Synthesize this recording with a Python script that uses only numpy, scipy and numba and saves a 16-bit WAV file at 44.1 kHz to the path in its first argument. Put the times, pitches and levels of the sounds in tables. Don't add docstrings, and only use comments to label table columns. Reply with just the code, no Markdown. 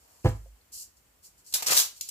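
import sys
import numpy as np
from scipy import signal
from scipy.fft import rfft, irfft
from scipy.io import wavfile
from scipy.ndimage import uniform_filter1d
from numba import njit

SR = 44100
rng = np.random.default_rng(int(sys.argv[2]) if len(sys.argv) > 2 else 0)


def magnitude_from_level(level_db):
    exponent = np.asarray(level_db, float) / 20
    return 10 ** exponent


def wav_out(sig):
    wavfile.write(sys.argv[1], SR, np.round(np.clip(np.atleast_2d(sig).T, -1, 1) * 32767).astype(np.int16))


N = 92610
T = np.arange(N) / SR
SHORT = T[:SR // 2]
SIZE = 8192
HZ = np.arange(SIZE // 2 + 1) * SR / SIZE + 1e-3
LEFT_LEAD_S = 0.000299


def rips():
    # t/s, hold/s, level/dB, peel body relative level/dB
    tears = [(1.5246, 0.0049, -39, -9), (1.5379, 0.0069, -19.5, -22), (1.549, 0.015, -27.5, -10),
             (1.573, 0.038, -46, 5.5), (1.6226, 0.009, -31, -2), (1.644, 0.007, -54.5, 14),
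             (1.662, 0.0053, -29, -4), (1.67, 0.0077, -24, -9), (1.683, 0.0021, -22.5, -3.5),
             (1.69, 0.014, -36.5, 9.5), (1.705, 0.015, -21.5, -6), (1.721, 0.0127, -27.5, 4),
             (1.731, 0.0043, -24.5, -7.5), (1.743, 0.029, -24.5, -5), (1.767, 0.0099, -24, -14),
             (1.7743, 0.0096, -19, -13.5), (1.788, 0.0076, -21.5, -8), (1.798, 0.0054, -20.5, -10.5),
             (1.808, 0.006, -25.5, -11.5), (1.817, 0.0036, -29, -11), (1.822, 0.01, -39.5, -1.5),
             (1.839, 0.023, -37.5, -15.5), (1.963, 0.019, -52.5, -28), (2.0065, 0.00089, -54, -23),
             (2.0096, 0.0025, -27, -28.5), (2.024, 0.011, -45, -19), (2.044, 0.043, -49.5, -19.5),
             (2.088, 0.0047, -35.5, -22.5)]
    # f/Hz, density/dB
    pith = [(1200, -41), (2000, -16), (4250, -5.5), (5600, -4.5), (8200, -7), (9000, -4), (11100, -4),
            (15500, -4.5)]
    # f/Hz, density/dB
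    body = [(70, -7.5), (140, -15), (250, -18), (500, -6.5), (900, 0.5), (1600, 2.5), (2800, 0.5),
            (5000, 2.5)]
    attack_s, release_s = 0.00076, 0.003
    env = np.array([magnitude_from_level(db) * shape(s, attack_s, hold, release_s) for s, hold, db, _ in tears])
    bright = wide(pith, 9000, 3.0, 2.4, 2440, 16900)
    dull = magnitude_from_level(-4) * wide(body, 3000, 3.77, 1.11, 276, 3650)
    body_gain = magnitude_from_level(np.array(tears)[:, 3])
    return env.sum(axis=0) * bright + body_gain @ env * dull


def pops():
    # t/s, f/Hz, level/dB, t60/s
    bursts = [(.079, 13100, -52, 0.0044), (.119, 12500, -51, .004), (.2875, 7420, -42, .01),
              (.613, 4400, -58.5, .03), (.7755, 7130, -39, .005), (1.464, 10500, -50, .006),
              (1.5255, 4300, -35.5, .012), (1.5392, 13700, -24.5, .006), (1.5396, 4390, -20, 0.015),
              (1.54, 7440, -22.5, .01), (1.5465, 11000, -27, .006), (1.551, 7200, -23, 0.0069),
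              (1.6232, 903, -34.5, 0.046), (1.668, 5700, -14.5, 0.015), (1.672, 7570, -22, 0.016),
              (1.6845, 5000, -21, 0.012), (1.70, 140, -45.5, .12), (1.7041, 603, -27, 0.018),
              (1.7113, 12600, -29, .005), (1.7118, 4440, -18, 0.011), (1.7185, 510, -33.5, 0.044),
              (1.7222, 5000, -25, .012), (1.7227, 600, -34.5, 0.026), (1.729, 4700, -25, .01),
              (1.735, 11600, -25, .006), (1.7355, 7200, -20, 0.0091), (1.736, 13000, -24, .006),
              (1.775, 5454, -16, 0.023), (1.778, 11000, -16, 0.011), (1.7785, 6000, -16, .012),
              (1.78, 7300, -21, 0.011), (1.7905, 7600, -20, .01), (1.80, 5330, -18, 0.011),
              (1.802, 7000, -19.5, 0.006), (1.8105, 7470, -21, .01), (2.0102, 6890, -26.5, 0.026),
              (2.011, 8500, -29, .012), (2.031, 7070, -47, .006), (2.089, 7800, -27.5, 0.019),
              (2.0915, 5500, -33.5, .01)]
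    one = rings(bursts)
    return np.array([one, late(one, LEFT_LEAD_S)])


def slides():
    # t/s, hold/s, level/dB, attack/s
    strokes = [(0, 0.06, -67, 0.0018), (0.067, 0.26, -64.5, 0.037), (0.2422, 0.03, -51, 0.0019),
               (0.287, 0.0045, -49.5, .001), (0.352, 0.12, -69.5, .01), (.61, 0.02, -83, 0.0045),
               (0.716, 0.095, -43, 0.018), (0.962, .01, -63, 0.0086), (1.222, 0.023, -51.5, 0.025),
               (1.372, 0.021, -62, 0.0076), (1.441, 0.0092, -58.5, 0.009), (1.4626, 0.061, -52, .002),
               (1.92, 0.067, -59, .02)]
    # f/Hz, density/dB
    skin = [(1180, -60), (2000, -39), (2820, -16), (3490, -23.5), (4500, -8.5), (6930, -8), (9270, -7),
            (11700, -7.5), (15500, -9)]
    # f/Hz, density/dB
    fabric = [(300, -10), (600, -0.5), (1000, -2), (1500, -10.5), (3000, -19)]
    release_s = 0.0089
    env = sum(magnitude_from_level(db) * shape(s, attack, hold, release_s) for s, hold, db, attack in strokes)
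    rustle_env = magnitude_from_level(-68.5) * shape(0, 0.02, 0.18, release_s)
    rustle = rustle_env * colour(rng.standard_normal((2, N)), fabric)
    return env * wide(skin, 12000, 4.64, 2.5, 3000, 16000) + rustle


def knock():
    # t/s, level/dB, contact time/ms
    contacts = [
        (0.2437, -35.5, 2.3),
        (0.2472, -23.5, 1.17),
        (.2493, -24.5, 0.83),
        (0.2555, -20, 1.08),
        (0.2577, -17.5, 0.78),
        (0.2658, -34, 0.89),
        (0.289, -41.5, 1.8),
    ]
    # f/Hz, level/dB, t60/s
    modes = [(52.3, -9.5, 0.82), (75.3, -10.5, 0.3), (105.5, -4, 0.26), (132.2, -2, 0.095), (168.5, 3, .1),
             (195.1, -9, 0.21), (251, -6, .15), (317.5, 1.5, 0.1), (432, -12, 0.12), (513, -5, .09),
             (667, -5.5, 0.13), (805, -7, 0.11), (991, -13, 0.057), (1231, -19, 0.092)]
    # f/Hz, density/dB
    foil_points = [(600, -6), (900, -4.5), (1600, -8), (2600, -12.5), (3600, -13), (6000, -24), (9000, -30)]
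    # t/s, f/Hz, level/dB, t60/s
    small_rings = [
        (.2485, 1700, -41, 0.091),
        (.2495, 800, -29.5, 0.074),
        (.2505, 3010, -44, 0.046),
        (.262, 1600, -44, 0.052),
        (.27, 1950, -46, 0.11),
        (0.24, 2600, -52, .03),
        (.459, 540, -54, 0.092),
        (.461, 691, -58.5, 0.05),
        (.56, 840, -68, .05),
    ]
    push = 0
    for s, db, ms in contacts:
        phase = np.clip((SHORT - s) / ms * 1000, 0, 1)
        push = push + magnitude_from_level(db) * np.sin(np.pi * phase) ** 2 / (ms * SR / 2000)
    ring = rings([(0, hz, db, t60) for hz, db, t60 in modes])
    settle = magnitude_from_level(-60 * np.maximum(T - 0.537, 0) / 0.22)
    body = magnitude_from_level(-1) * signal.fftconvolve(push, ring)[:N] * settle

    foil = colour(snaps(5000, 2.5, 3.3, 476, 7950), foil_points)[0]
    rattle_t60_s = 0.14
    shake = sum(magnitude_from_level(db) * shape(s, .001, 0, rattle_t60_s / np.log(1000)) for s, db, _ in contacts)
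    return body + magnitude_from_level(-22) * shake * foil + rings(small_rings)


def wide(points, *rule):
    share = 0.7
    both = snaps(*rule)
    common = np.array([both, late(both, LEFT_LEAD_S)])
    separate = np.array([snaps(*rule), snaps(*rule)])
    return colour(np.sqrt(1 - share) * common + np.sqrt(share) * separate, points)


def snaps(per_s, scatter_db, cycles, lo_hz, hi_hz):
    u = rng.random((30000, 3))
    at = np.cumsum(-np.log(1 - u[:, 0])) / per_s * SR
    keep = at < N
    hz = lo_hz * (hi_hz / lo_hz) ** u[keep, 1]
    size = magnitude_from_level(scatter_db * np.minimum(-np.log(1 - u[keep, 2]), 4.0))
    return unit(grains(at[keep].astype(np.int64), 2 * np.pi * hz / SR, size, 1. * cycles, N))


@njit
def grains(at, turn, size, cycles, count):
    out = np.zeros(count + 256)
    for k in range(len(at)):
        p = np.exp((1j - .5 / cycles) * turn[k])
        z = size[k] * np.sqrt(turn[k]) + 0j
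        for i in range(min(255, int(10 * cycles / turn[k]))):
            out[at[k] + i] += z.real
            z *= p
    return out[:count]


def rings(rows):
    out = np.zeros(N + SR)
    for s, hz, db, t60 in rows:
        t = T[:int(min(1.5 * t60, .5) * SR)]
        a = int(s * SR)
        out[a:a + len(t)] += magnitude_from_level(db) * np.exp(-np.log(1000) * t / t60) * np.sin(2 * np.pi * hz * t)
    return out[:N]


def shape(start, attack, hold, release):
    out = np.zeros(N)
    a = max(int(start * SR), 0)
    t = T[a:a + int((attack + hold + 12 * release) * SR)] - start
    fade = np.exp(-np.maximum(t - attack - hold, 0) / release)
    out[a:a + len(t)] = np.clip(t / attack, 0, 1) * fade
    return out


def late(x, lag_s):
    return irfft(rfft(x) * np.exp(-2j * np.pi * np.arange(N // 2 + 1) * SR / N * lag_s), N)


def colour(x, points):
    # f/Hz, width/Hz, level/dB
    port = [(2940, 204, 1), (3543, 251, -3), (4510, 460, 3.5), (5570, 450, 3), (7300, 1000, 6.5),
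            (8400, 650, 4.5), (11570, 1520, 3.5), (9600, 900, -3)]
    f, db = np.array(points, float).T
    db = np.interp(np.log(HZ), np.log(f), db)
    db = db - 18 * np.log2(np.maximum(f[0] / np.maximum(HZ, 10), 1))
    db = db + sum(g / (1 + ((HZ - c) / (w / 2)) ** 2) for c, w, g in port)
    cep = irfft(db * np.log(10) / 20, SIZE)
    cep[1:SIZE // 2] *= 2
    cep[SIZE // 2 + 1:] = 0
    impulse = irfft(np.exp(rfft(cep)), SIZE)
    return unit(signal.fftconvolve(np.atleast_2d(x), impulse[None], axes=1)[:, :N])


def unit(x):
    return x / np.sqrt(np.mean(x ** 2))


def room(x):
    # f/Hz, t60/s
    decay = [(150, 0.29), (500, 0.23), (1500, 0.3), (4000, 0.28), (9000, 0.19), (14000, 0.2)]
    tail = 0
    for hz, t60 in decay:
        sos = signal.butter(2, [hz / 1.89, min(hz * 1.75, .45 * SR)], "band", fs=SR, output="sos")
        mid, side = signal.sosfilt(sos, rng.standard_normal((2, len(SHORT))))
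        pair = mid + min(hz / 1200, 1) * side * np.array([[1], [-1]])
        tail = tail + pair * magnitude_from_level(-60 * SHORT / t60) * (SHORT > 0.0022)
    return signal.fftconvolve(x[None], tail / np.sqrt(np.sum(tail[0] ** 2)), axes=1)[:, :N]


def air():
    # f/Hz, density/dB
    still = [(18, -38.5), (30, -3.5), (59, 1), (114, -10), (237, -14.5), (639, -17.5), (3400, -24),
             (4310, -27.5), (15500, -25)]
    mid, side = colour(rng.standard_normal((2, N)), still)
    side = signal.sosfilt(signal.butter(1, 400, "high", fs=SR, output="sos"), side)
    drift = unit(uniform_filter1d(rng.standard_normal(N), size=6000))
    return magnitude_from_level(-66 + 0.51 * drift) * (mid + side * np.array([[1], [-1]])) / np.std(mid)


def scene():
    hands = rips() + pops() + slides()
    thud = knock()
    left_db = 0.5
    near = hands * magnitude_from_level(np.array([[.5], [-.5]]) * left_db)
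    near = near + np.array([thud * magnitude_from_level(0.44), late(thud, 0.00013) * magnitude_from_level(1.67)])
    echoes = room(magnitude_from_level(-1.5) * hands.mean(axis=0) + magnitude_from_level(-7) * thud)
    return near + echoes + air()


def low_pass(x):
    return signal.sosfilt(signal.butter(12, 16650, fs=SR, output="sos"), x)


def record(dry):
    low_cut = signal.butter(5, 43.1, "high", fs=SR, output="sos")
    top_cut = signal.ellip(10, .3, 60, 15500, fs=SR, output="sos")
    mix = signal.sosfilt(top_cut, signal.sosfilt(low_cut, dry))
    return low_pass(mix)


dry = scene()
out = record(dry)
wav_out(out)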